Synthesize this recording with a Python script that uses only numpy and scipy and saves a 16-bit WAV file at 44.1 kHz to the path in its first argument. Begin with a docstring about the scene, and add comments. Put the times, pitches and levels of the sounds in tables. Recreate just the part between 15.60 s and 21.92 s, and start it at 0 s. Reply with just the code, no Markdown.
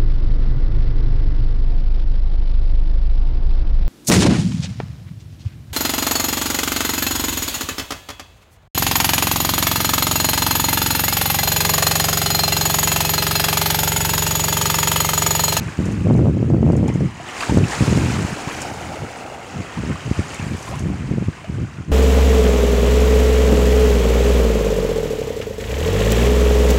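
"""Dog in a windy river

A dog bounds into the shallows of a wide river after a stick and paddles away. Wavelets lap at the shore;
its legs throw spray, churn up ringing bubbles and leave plops and falling drops.
Gusts of wind hit the microphone as a stream of eddies, each a low thump."""
import sys
import numpy as np
from scipy import signal
from scipy.fft import rfft, irfft, next_fast_len
from scipy.io import wavfile
from scipy.ndimage import uniform_filter1d, map_coordinates

SR = 44100
rng = np.random.default_rng(int(sys.argv[2]) if len(sys.argv) > 2 else 0)


def to_wav(sig):
    """Store sig (one row per channel, or 1-D mono) as 16-bit WAV at the path in sys.argv[1].

    Samples outside -1..1 are clipped; the rate is SR.
    """
    pcm = np.clip(np.atleast_2d(sig), -1, 1) * 32767
    pcm = np.round(pcm).astype(np.int16)
    wavfile.write(sys.argv[1], SR, pcm.T)  # frames by channels


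N = 278579
TIME = np.arange(N) / SR


def amp(db):
    """Decibels to gain."""
    return 10 ** (np.asarray(db) / 20)


def unit(x):
    """Scale to rms 1."""
    return x / np.sqrt(np.mean(x ** 2) + 1e-20)


def automation(points):
    """A per-sample curve through (time, value) points."""
    return np.interp(TIME, *np.transpose(points))


def wobble(rate):
    """Smooth random modulation, rate knots a second."""
    return map_coordinates(rng.standard_normal(1024), [TIME * rate], mode="wrap")


def swells(peak_s, db, rise, fall, hold_s=0):
    """Envelopes in dB, one a row, that rise, hold and fall; slopes in dB per second."""
    return db - rise * np.maximum(peak_s - TIME, 0) - fall * np.maximum(TIME - peak_s - hold_s, 0)


def together(*levels_db):
    """Power sum in dB of independent layers."""
    rows = np.vstack([np.broadcast_to(level, np.shape(level)[:-1] + (N,)) for level in levels_db])
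    power = 10 ** (np.maximum(rows, -150) / 10)
    return 10 * np.log10(power.sum(axis=0))


def filtered(x, response):
    """Zero-phase EQ; response gives the gain at each frequency."""
    size = next_fast_len(N + SR // 2)
    return irfft(rfft(x, size) * response(np.fft.rfftfreq(size, 1 / SR)), size)[:N]


def coloured(x, eq):
    """x through an EQ curve of (Hz, dB) points, at rms 1."""
    points_hz, db = np.transpose(eq)
    return unit(filtered(x, lambda hz: amp(np.interp(np.log(hz + 1), np.log(points_hz), db))))


def scatter(starts, shapes):
    """Mix short sounds, one a row, at their start times."""
    first = np.maximum(np.round(np.reshape(starts, (-1, 1)) * SR).astype(int), 0)
    index = first + np.arange(shapes.shape[1])
    return np.bincount(index.ravel(), shapes.ravel(), N)[:N]


def eddies(times, gains, widths, size=768):
    """Rounded pressure dips; the narrower, the brighter."""
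    t = (np.arange(size) - size // 2) / SR
    dips = -gains / np.cosh(np.minimum(np.abs(t / widths), 20))
    return scatter(times - size / 2 / SR, dips)


def port(x, corner_hz):
    """The microphone port passes no steady pressure, so each dip swings back."""
    swing = signal.sosfilt(signal.butter(2, corner_hz, "highpass", fs=SR, output="sos"), x)
    return filtered(swing, lambda hz: 1 / np.sqrt(1 + (56 / (hz + 1)) ** 10))  # sub cut at 56 Hz


# Gust cues: (start [s], hold [s], level [dB])
GUSTS = [(0, 0.091, -25), (0.199, 0.22, -20.5), (0.452, 0.25, -13), (0.722, 0.22, -17), (.93, 0.346, -13.5),
         (1.294, .17, -18), (1.922, 0.12, -15), (2.207, 0.022, -15.5), (2.288, 0.19, -15.5),
         (2.498, .15, -20), (2.712, 0.018, -26), (2.936, 0.4, -35), (3.403, 0.038, -27.5),
         (3.952, 0.055, -26), (4.177, .16, -23.5), (4.463, .05, -27), (4.59, 0.018, -21),
         (4.801, 0.15, -24.5), (5.093, 0.395, -26.5), (5.217, 0.13, -25), (5.511, .12, -20.5),
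         (5.671, .02, -22.5), (5.889, 0.091, -25), (5.981, 0.061, -20), (6.188, .03, -28),
         (6.286, 0.034, -23.5)]


def gusting(breeze_db=-43.5, flutter_db=1.5):
    """Wind envelope in dB: gusts hit fast, hold and drop into a turbulent tail over a bed of breeze."""
    start, hold, db = np.transpose(GUSTS)[:, :, None]
    gusts = swells(start, db, rise=700, fall=524, hold_s=hold)
    tails = swells(start, db - 12, rise=700, fall=80, hold_s=hold).max(axis=0)
    return together(gusts, tails, breeze_db) + flutter_db * wobble(rate=19)


def wind(gust_db, width_s=0.00092, narrowing_db=29, scatter_db=5, ceiling=0.49, count=2200):
    """A rumbling stream of eddies: tighter and brighter in a strong gust, sputtering in a light one."""
    times = (np.arange(count)[:, None] + 2 * rng.random((count, 1)) - 1) * N / SR / count
    strength, breadth = rng.standard_normal((count, 2)).T[:, :, None]
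    force_db = np.interp(times, TIME, gust_db) + 20
    widths = width_s * np.exp(0.3 * breadth - np.maximum(force_db, -10) / narrowing_db)
    unevenness_db = scatter_db * np.interp(force_db, [0, 6], [1, .65])
    flow = port(eddies(times, amp(unevenness_db * strength), widths), corner_hz=92)
    power = uniform_filter1d(uniform_filter1d(flow ** 2, size=2000), size=2000)
    pressure = amp(gust_db - 0.02) * flow / np.sqrt(np.abs(power) + 1e-9)
    # soft clip: the diaphragm yields less to the hardest pushes
    return pressure / (1 + (pressure / ceiling) ** 4) ** (1 / 4)


# Fader ride of the shoreline bed: (time [s], relative level [dB])
LAPPING = [(0, -38), (.3, -40), (.95, -47.5), (1.35, -41.5), (3.7, -42), (4.1, -38), (4.75, -36),
           (5.3, -42), (5.8, -42), (6.3, -47.5)]


def lapping():
    """Wavelets lap at the shore: splash, spray and mist envelopes in dB."""
    lap_db = automation(LAPPING)
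    return lap_db, lap_db - 8, lap_db - 39


def ringing(hz, cycles, rise, size=4000):
    """Bubbles, one a row: each dies 60 dB over some cycles and bends up as it nears the surface."""
    turns = hz * np.arange(size) / SR
    age = turns / cycles
    tone = np.sin(2 * np.pi * turns * (1 + rise * age / 2))
    return tone * amp(-60 * age) * (1 - np.exp(-2 * turns))


def bubbles(low_hz, high_hz, cycles, spread_db, count, size):
    """A cloud of bubbles of random size and strength, at rms 1."""
    when, pitch, strength, life = rng.random((count, 4)).T[:, :, None]
    hz = low_hz * (high_hz / low_hz) ** pitch
    gain = amp(-spread_db * np.log(np.maximum(strength, .01))) * hz / high_hz
    rings = ringing(hz, cycles * (.5 + life), rise=0.31, size=size)
    return unit(scatter(when * N / SR, gain * rings))


# EQ for the body of a splash: (frequency [Hz], gain [dB])
SPLASH_EQ = [(120, -30), (300, 4.5), (600, -2), (900, -2), (1300, -2), (2000, -4), (2600, -5.5),
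             (3100, -9.5), (3500, -18), (5000, -20.5), (9000, -37)]
# EQ for the sizzle of spray: (frequency [Hz], gain [dB])
SPRAY_EQ = [(2200, -2), (3600, -3), (4800, -2), (5800, -2.5), (6900, 0), (8500, -6), (10000, -13),
            (12500, -27), (15800, -31)]


def splashing(splash_db, spray_db, mist_db):
    """Sheets of water break into a bubbly body and fizzy spray that surge together, with mist on top."""
    surge = wobble(rate=22)
    gurgle = bubbles(low_hz=614, high_hz=3654, cycles=34, spread_db=2, count=7000, size=1100)
    splash = coloured(gurgle + 2.35 * rng.standard_normal(N), SPLASH_EQ)
    fizz = bubbles(low_hz=2870, high_hz=14870, cycles=40, spread_db=3.5, count=16000, size=200)
    spray = coloured(fizz + 1.5 * rng.standard_normal(N), SPRAY_EQ)
    mist = coloured(rng.standard_normal(N), [(6000, -24), (10000, 0), (13000, -8), (15800, -15)])
    patter = wobble(rate=70)
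    return (amp(splash_db + 2 + 0.64 * surge) * splash
            + amp(spray_db + 0.54 + .5 * surge + 0.66 * patter) * spray
            + amp(mist_db + 1.5 * patter) * mist)


# Hard wind hits: (time [s], relative level [dB])
BUFFETS = [(0.19, -3.5), (0.509, -1.5), (0.592, -7), (0.668, -6), (0.828, -5.5), (0.902, -5.5),
           (1.029, -4.5), (1.101, -2), (1.3, -6.5), (1.357, -7), (1.407, -6.5), (1.896, -5), (1.922, -1),
           (1.972, 5), (1.983, -2), (2.034, -7.5), (2.208, -5.5), (2.224, -4.5), (2.279, -6), (2.327, -4.5),
           (2.375, -5), (2.874, -11), (4.513, -3.5), (4.592, -6.5), (5.511, -11.5), (5.582, -5.5),
           (5.624, -8), (5.684, -5)]


def buffets(gust_db, width_s=0.00072, narrowing_db=20):
    """Single hard eddies thump the port, punchiest in strong wind."""
    times, db = np.transpose(BUFFETS)[:, :, None]
    smoothed_db = uniform_filter1d(gust_db, size=8000)
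    force_db = np.maximum(np.interp(times, TIME, smoothed_db) + 28.5, 0)
    widths = width_s * np.exp(-force_db / narrowing_db)
    return port(eddies(times + 0.0008, amp(db + 2), widths), corner_hz=80.6)


def puffs(count, t60, attack_s, low_hz, high_hz, size=4000):
    """Wet transients of breaking water: band-passed noise bursts, one a row."""
    t = np.arange(size) / SR
    burst = rng.standard_normal((count, size)) * amp(-60 * t / t60) * (1 - np.exp(-t / attack_s))
    band = signal.butter(2, [low_hz, high_hz], "bandpass", fs=SR, output="sos")
    return signal.sosfilt(band, burst) * np.sqrt(SR / 2 / (high_hz - low_hz))


# Close-up drips: (time [s], level [dB], pitch [Hz])
DROPS = [(0.2553, -30.5, 7040), (0.3227, -34, 6400), (0.538, -39, 4040), (0.5766, -37, 6450),
         (1.1204, -37.5, 4800), (1.166, -31, 6900), (1.2794, -29.5, 6700), (1.339, -36, 6500),
         (1.8056, -22.5, 4700), (3.018, -19, 7000), (4.744, -28.5, 6500), (5.027, -30.5, 6100),
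         (5.193, -28.5, 6300)]


def drops():
    """Each drop ticks on the surface, rings a tiny bubble and scatters a brief patter."""
    times, db, hz = np.transpose(DROPS)[:, :, None]
    tick = puffs(len(times), t60=0.015, attack_s=0.0013, low_hz=5500, high_hz=9400)
    ring = ringing(hz, cycles=97, rise=0.073)
    patter = puffs(len(times), t60=0.065, attack_s=0.01, low_hz=5000, high_hz=8400)
    return scatter(times, amp(db) * (tick + ring + amp(-4.5) * patter))


# Foreground wavelets, relative levels: (crest [s], spray [dB], mist [dB], gurgle [dB])
BREAKERS = [(.28, -49, -62, -56.5), (4.72, -41, -68, -45), (5.09, -42.5, -54, -38.5)]


def breakers():
    """Wavelets swell and break close by: spray, mist and gurgle envelopes in dB."""
    crest, spray_db, mist_db, gurgle_db = np.transpose(BREAKERS)[:, :, None]
    swell_db = swells(crest, 0, rise=38, fall=71)
    return swell_db + spray_db, swell_db + mist_db, swell_db + gurgle_db


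# Fader ride of the legs underwater, wading in and swimming off: (time [s], relative level [dB])
PADDLING = [(1.55, -59), (1.85, -39), (2.6, -38.5), (3.1, -34), (4.0, -40), (4.4, -58), (6.3, -82)]
# EQ for the low end of stirred water: (frequency [Hz], gain [dB])
CHURN_EQ = [(100, -10), (250, 4), (450, 2), (620, 0.5), (820, 2), (1050, -6.5), (1600, -11), (3000, -30)]


def churning(gurgle_db):
    """Breaking wavelets and the dog's legs drag air under: a dense wash of big, low bubbles."""
    churn_db = together(automation(PADDLING), gurgle_db)
    cloud = bubbles(low_hz=205.7, high_hz=1253, cycles=7.6, spread_db=-0.5, count=3500, size=1400)
    envelope = amp(churn_db + 2 + 1.23 * wobble(rate=7.5))
    return envelope * coloured(cloud + 1.5 * rng.standard_normal(N), CHURN_EQ)


# Big single bubbles: (time [s], relative level [dB], nominal pitch [Hz])
PLOPS = [(1.281, -21, 880), (1.290, -23, 2450), (1.599, -23, 706), (1.807, -14.5, 2600), (1.824, -15, 1174),
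         (1.833, -14.5, 1640), (1.894, -14, 904), (2.039, -18, 2630), (2.130, -15.5, 838),
         (2.888, -19.5, 1166), (4.173, -23, 994), (4.356, -23.5, 1190), (4.795, -21, 2730),
         (5.077, -24, 1040), (5.112, -24, 590), (5.126, -25, 776), (5.138, -21.5, 1007),
         (5.335, -28.5, 834), (5.843, -26, 664)]


def plops(tuning=0.92):
    """Air pockets close with a short wet slap and ring with a rising note."""
    times, db, hz = np.transpose(PLOPS)[:, :, None]
    ring = ringing(tuning * hz, cycles=58.7, rise=0.66)
    slap = puffs(len(times), t60=0.08, attack_s=0.0011, low_hz=700, high_hz=2720)
    return scatter(times, amp(db - 2.5) * ring + amp(db - 12.5) * slap)


# The dog's leaps, relative levels: (peak [s], splash [dB], spray [dB], mist [dB], splash fade [dB/s])
LUNGES = [(1.692, -32.5, -41.5, -72, 80), (1.81, -32, -33, -52, 36), (2.108, -31, -33.5, -56, 12),
          (2.25, -36.5, -36, -52, 23.5), (2.44, -34, -40, -59, 12.5), (2.9, -37.5, -42, -54, 19.5)]


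def lunges(rise_db_per_s=166):
    """The dog crashes into the water: splash, spray and mist envelopes in dB."""
    peak, splash_db, spray_db, mist_db, fade = np.transpose(LUNGES)[:, :, None]
    body_db = swells(peak, 0, rise_db_per_s, fade)
    airborne_db = swells(peak, 0, rise_db_per_s, fade - 0.5)  # hangs a touch longer
    return body_db + splash_db, airborne_db + spray_db, airborne_db + mist_db


# Paw hits on the surface: (time [s], relative level [dB])
PAW_SLAPS = [(1.805, -27.5), (1.822, -21.5), (2.877, -26)]


def paw_slaps():
    """A paw smacks the water with a short midrange burst."""
    times, db = np.transpose(PAW_SLAPS)[:, :, None]
    smack = puffs(len(times), t60=0.056, attack_s=0.0011, low_hz=850, high_hz=3240)
    return scatter(times, amp(db - 2) * smack)


# Reflection send as the microphone turns: (time [s], gain [share of the direct sound])
REFLECTION_SEND = [(0, 0.037), (1.1, 0.1), (1.45, 0.35), (1.8, 0.043), (2.8, .07), (3.15, 0.21),
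                   (3.95, 0.28), (4.3, .04)]


def reflection(water, delay_s=0.000698, drift_s_per_s=0.000202):
    """One close, darker reflection; its growing delay sweeps a gentle comb against the direct sound."""
    darkened = filtered(water, lambda hz: np.exp(-hz / 12000))
    delay = delay_s + drift_s_per_s * TIME
    return automation(REFLECTION_SEND) * np.interp(TIME - delay, TIME, darkened)


def scene():
    """The mono mix: the water layers and their reflection under the wind."""
    lap_splash, lap_spray, lap_mist = lapping()
    breaker_spray, breaker_mist, breaker_gurgle = breakers()
    dog_splash, dog_spray, dog_mist = lunges()
    surface = splashing(splash_db=together(lap_splash, dog_splash),
                        spray_db=together(lap_spray, breaker_spray, dog_spray),
                        mist_db=together(lap_mist, breaker_mist, dog_mist))
    water = surface + churning(breaker_gurgle) + paw_slaps() + plops() + drops()
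    gust_db = gusting()
    return (water + reflection(water) + wind(gust_db) + buffets(gust_db))[None]


def record(dry):
    """Master chain: a soft clip rounds the highest peaks, then a brick-wall low-pass trims the top."""
    ceiling, top_hz = 0.95, 15800
    rounded = dry[0] / (1 + np.abs(dry[0] / ceiling) ** 6) ** (1 / 6)
    return filtered(rounded, lambda hz: hz < top_hz)[None]


dry = scene()
out = record(dry)
to_wav(out)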